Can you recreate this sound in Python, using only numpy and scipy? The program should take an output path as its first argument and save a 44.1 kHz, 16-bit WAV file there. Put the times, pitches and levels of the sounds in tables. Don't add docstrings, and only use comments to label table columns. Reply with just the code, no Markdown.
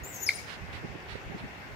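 import sys
import numpy as np
from scipy import signal
from scipy.io import wavfile

SR = 44100
rng = np.random.default_rng(int(sys.argv[2]) if len(sys.argv) > 2 else 0)


def generate_wav(signal):
    frames = np.transpose(np.atleast_2d(signal))
    scaled = np.clip(frames, -1, 1) * 32767
    pcm = np.round(scaled).astype(np.int16)
    wavfile.write(sys.argv[1], SR, pcm)


N = 77175
TIME_S = np.arange(N) / SR
CUTOFF_HZ = 15700
SQUEAK_PAN_DB, SQUEAK_LAG_S = 5, .00007


def voice(contour, haze, overtones_db=(), left_lag_s=0):
    jitter_share, shimmer_db, flutter_hz, edge_s = .006, 1.36, 320, .0015
    s, hz, db = np.transpose(contour)
    pitch_hz = np.interp(TIME_S, s, hz) * (1 + jitter_share * drift(flutter_hz))
    phase = 2 * np.pi * (np.cumsum(pitch_hz) / SR - pitch_hz * np.array([[left_lag_s], [0]]))
    gate = np.clip(np.minimum(TIME_S - s[0], s[-1] - TIME_S) / edge_s + .5, 0, 1)
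    tone = 0
    for k, partial_db in enumerate([0, *overtones_db], 1):
        noise = haze * unit_rms(band(rng.standard_normal((2, 2, N)), 94, 940))
        partial = (1 + noise[0]) * np.sin(k * phase) + noise[1] * np.cos(k * phase)
        tone = tone + from_db(partial_db + shimmer_db * drift(flutter_hz)) * partial
    return tone * gate * from_db(np.interp(TIME_S, s, db))


def otter_squeals():
    # time in seconds, pitch in Hz, level in dB.
    arched = [(.034, 6680, -49.5), (.05, 7150, -43.5), (.07, 7320, -48), (.09, 7600, -47),
              (.112, 7300, -50), (.14, 6700, -45.5), (.162, 6530, -40), (.188, 6100, -51.5),
              (.205, 6220, -44), (.25, 5930, -56)]
    whistle = [(.139, 10000, -60), (.149, 11500, -54), (.178, 12600, -74)]
    falling = [(.07, 7850, -58), (.1, 8050, -56), (.14, 7860, -58), (.19, 7600, -53.5), (.208, 7080, -47),
               (.222, 6940, -38.5), (0.236, 6700, -30), (0.249, 6270, -38), (0.254, 6500, -67),
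               (0.261, 5860, -43), (.263, 5700, -45)]
    return pan(7) * (voice(arched, haze=.38, overtones_db=[-4])
                     + voice(whistle, haze=.38)
                     + voice(falling, haze=.12, overtones_db=[-3.5]))


def otter_squeak():
    # time in seconds, pitch in Hz, level in dB.
    contour = [(.2638, 5626, -37), (.266, 5504, -28), (.272, 5210, -31), (.283, 4910, -26),
               (.289, 4320, -40), (.293, 4334, -45), (.296, 3875, -19.5)]
    tone = voice(contour, haze=.14, overtones_db=[-12, -28], left_lag_s=SQUEAK_LAG_S)
    return pan(SQUEAK_PAN_DB) * tone


def otter_chirp():
    # time in seconds, pitch in Hz, level in dB.
    contour = [(.2888, 2400, -23.5), (.29, 2287, -14.5), (.2917, 2218, -12.5), (.294, 2142, -15),
               (.2958, 1890, -30.5), (.2975, 1640, -26)]
    return pan(2.8) * voice(contour, haze=.042, overtones_db=[-17.5, -31, -42, -42, -30])


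def otter_pip():
    # time in seconds, pitch in Hz, level in dB.
    contour = [(.331, 8200, -47), (.346, 8680, -44), (.351, 9300, -38), (.361, 9480, -39),
               (.368, 9480, -52), (.38, 9450, -58)]
    return pan(SQUEAK_PAN_DB) * voice(contour, haze=.14, left_lag_s=SQUEAK_LAG_S)


def airy_burst():
    # time in seconds, level in dB.
    swell = [(.255, -79), (.268, -51), (.286, -44), (.292, -36), (.299, -51), (.304, -80)]
    # frequency in Hz, relative density in dB.
    spectrum = [(1500, -4), (3200, -1.5), (4500, -3), (6000, 8.5), (7500, 0), (9000, -17), (10500, -18),
                (12000, -14), (14000, -6), (15500, -11)]
    level_db = np.interp(TIME_S, *np.transpose(swell), left=-np.inf, right=-np.inf)
    return pan(SQUEAK_PAN_DB) * from_db(level_db) * coloured_noise(spectrum, flicker_db=-1)


def otters():
    squeals, squeak, pip = otter_squeals(), otter_squeak(), otter_pip()
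    chirp, burst = otter_chirp(), airy_burst()
    direct = squeals + squeak + pip + chirp + burst
    carried = squeak + from_db(-8) * squeals + from_db(-7) * pip + from_db(-12) * chirp
    carried += from_db(10) * burst
    return direct + railing(direct) + grass(squeals + squeak + pip) + park(carried, chirp)


def railing(calls, delay_s=.0155):
    echo = np.array([np.interp(TIME_S - delay_s, TIME_S, side) for side in calls])
    return from_db(-15) * echo + from_db(-11.5) * echo_cluster(calls, delay_s, spread_s=.013)


def grass(calls):
    return from_db(-7) * scatter(calls, decay(t60_s=.15))


def park(calls, chirp, split_hz=7400):
    # delay in seconds, spread in seconds, level in dB.
    echoes = [(.045, 0.0039, -13), (.1, 0.053, -13.5)]
    far = sum(from_db(db) * echo_cluster(calls, delay_s, spread_s) for delay_s, spread_s, db in echoes)
    far += from_db(-22) * echo_cluster(chirp, delay_s=.099, spread_s=.0076)
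    tail = from_db(-13.5) * scatter(band(calls, 1160, split_hz, order=4), decay(t60_s=1))
    treble = from_db(-8) * scatter(band(calls, split_hz, CUTOFF_HZ), decay(t60_s=.62))
    return pan(1) * (far + tail + treble)


def wind_bumps(low_hz=53.8, dip_gain=.65):
    # centre in seconds, half length in seconds, level in dB, top edge in Hz, pan in dB.
    bumps = [(0.029, 0.016, -43.5, 165, -6), (.633, 0.014, -39, 173, -8.5), (.745, 0.063, -43.5, 138, -7),
             (0.848, 0.0093, -35.5, 408, -6), (0.903, 0.017, -42, 193, -12),
             (0.956, 0.0084, -38.5, 400, -9.5), (1.127, 0.027, -43.5, 133, -4),
             (1.156, 0.0041, -34.5, 576, -20), (1.266, 0.014, -40.5, 113, -1.5),
             (1.312, 0.014, -39.5, 424, -27), (1.35, .013, -37.5, 360, 1.5), (1.441, 0.017, -37.5, 247, -2),
             (1.739, 0.017, -43, 120, -3)]
    out = 0
    for centre_s, half_s, db, top_hz, pan_db in bumps:
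        envelope = np.exp(-((TIME_S - centre_s) / half_s) ** 2 / 2)
        puff = band(rng.standard_normal((2, N)), low_hz, top_hz, order=4) * envelope
        puff *= np.sqrt(np.sum(envelope ** 2) / np.sum(puff ** 2, axis=1, keepdims=True))
        half_cycles = (TIME_S - centre_s) * top_hz * 2
        dip = 2 * (half_cycles ** 2 - 1) * np.exp(-half_cycles ** 2 / 2)
        out = out + from_db(db) * pan(pan_db) * (puff + dip_gain * dip) / np.hypot(1, dip_gain / 2)
    return out


def hisses(left_db=-21):
    # start, attack, hold and release in seconds, level in dB.
    swishes = [(0.462, 0.026, 0.049, 0.038, -39.5), (.724, 0.0067, 0.024, 0.053, -42),
               (1.078, 0.019, 0.019, 0.084, -41), (1.369, 0.013, 0.018, 0.023, -46)]
    # frequency in Hz, relative density in dB.
    spectrum = [(500, -10), (1100, -2.5), (1900, 2.5), (2800, -2), (4300, -2.5), (6000, -20.5), (9000, -22),
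                (15000, -37)]
    envelope = sum(from_db(db) * np.interp(TIME_S, start_s + np.cumsum([0, *stages_s]), [0, 1, 1, 0])
                   for start_s, *stages_s, db in swishes)
    return envelope * coloured_noise(spectrum, flicker_db=-.5) * from_db([[left_db], [0]])


def tick(start_s=.502, t60_s=.018):
    envelope = (TIME_S >= start_s) * from_db(-60 * np.abs(TIME_S - start_s) / t60_s)
    return from_db(-25) * band(rng.standard_normal((2, N)) * envelope, 800, 2600)


def traffic():
    # frequency in Hz, relative density in dB.
    spectrum = [(25, -30), (50, -8), (100, -2), (200, -7), (300, -10.5), (420, -7.5), (580, -13), (780, -9),
                (1200, -14), (1900, -9), (2500, -14), (3400, -24), (5200, -27.5), (7500, -35), (9500, -46),
                (13500, -37.5), (15500, -46)]
    # frequency in Hz, pan in dB, left-right correlation.
    width = [(60, 0, 0.63), (130, -5, 0.15), (296, -1, 0.6), (650, 1.5, 0.53), (1330, -2.5, -0.18),
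             (2400, 4, 0.028), (3820, 4, 0), (7400, 7, 0), (15000, 1, -0.19)]
    return from_db(-44) * coloured_noise(spectrum, flicker_db=1.37, width=width)


def coloured_noise(spectrum, flicker_db, width=None):
    edges_hz = 22 * 2 ** (np.arange(30) / 3)
    edges_hz = edges_hz[edges_hz > spectrum[0][0] / 2]
    white = rng.standard_normal((2, 2, N + SR // 10))
    out = 0
    for k, (low_hz, high_hz) in enumerate(zip(edges_hz, edges_hz[1:])):
        mid, side = band(white[k % 2], low_hz, high_hz, order=3)[:, -N:]
        hz = np.sqrt(low_hz * high_hz)
        pan_db, correlation = (at_hz(width, hz), at_hz(width, hz, column=2)) if width else (0, 0)
        pair = np.sqrt(1 + correlation) * mid + np.sqrt(1 - correlation) * side * [[1], [-1]]
        out = out + pair * pan(pan_db) * from_db(at_hz(spectrum, hz) + flicker_db * drift(9.9))
    return unit_rms(out)


def scatter(x, envelope):
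    response = rng.standard_normal((2, N)) * envelope / np.sqrt(np.sum(envelope ** 2))
    return signal.fftconvolve(x, response, axes=1)[:, :N]


def echo_cluster(x, delay_s, spread_s):
    return scatter(x, np.exp(-np.abs(TIME_S - delay_s) / spread_s) * (TIME_S > delay_s / 2))


def drift(rate_hz):
    pole = np.exp(-2 * np.pi * rate_hz / SR)
    white = rng.standard_normal(N + SR // 2)
    return unit_rms(signal.lfilter([1], [1, -2 * pole, pole * pole], white)[-N:])


def band(x, low_hz, high_hz, order=2):
    sos = signal.butter(order, [low_hz, min(high_hz, SR * .45)], "band", fs=SR, output="sos")
    return signal.sosfilt(sos, x)


def at_hz(rows, hz, column=1):
    table = np.array(rows)
    return np.interp(np.log(hz), np.log(table[:, 0]), table[:, column])


def pan(left_minus_right_db):
    return unit_rms(from_db([[left_minus_right_db / 2], [-left_minus_right_db / 2]]))


def decay(t60_s):
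    return from_db(-60 * TIME_S / t60_s)


def from_db(db):
    return 10 ** (np.asarray(db) / 20)


def unit_rms(x):
    return x / np.sqrt(np.mean(x ** 2) + 1e-20)


def scene():
    return traffic() + otters() + wind_bumps() + hisses() + tick()


def record(dry):
    return signal.sosfilt(signal.ellip(12, .1, 80, CUTOFF_HZ, fs=SR, output="sos"), dry)


dry = scene()
out = record(dry)
generate_wav(out)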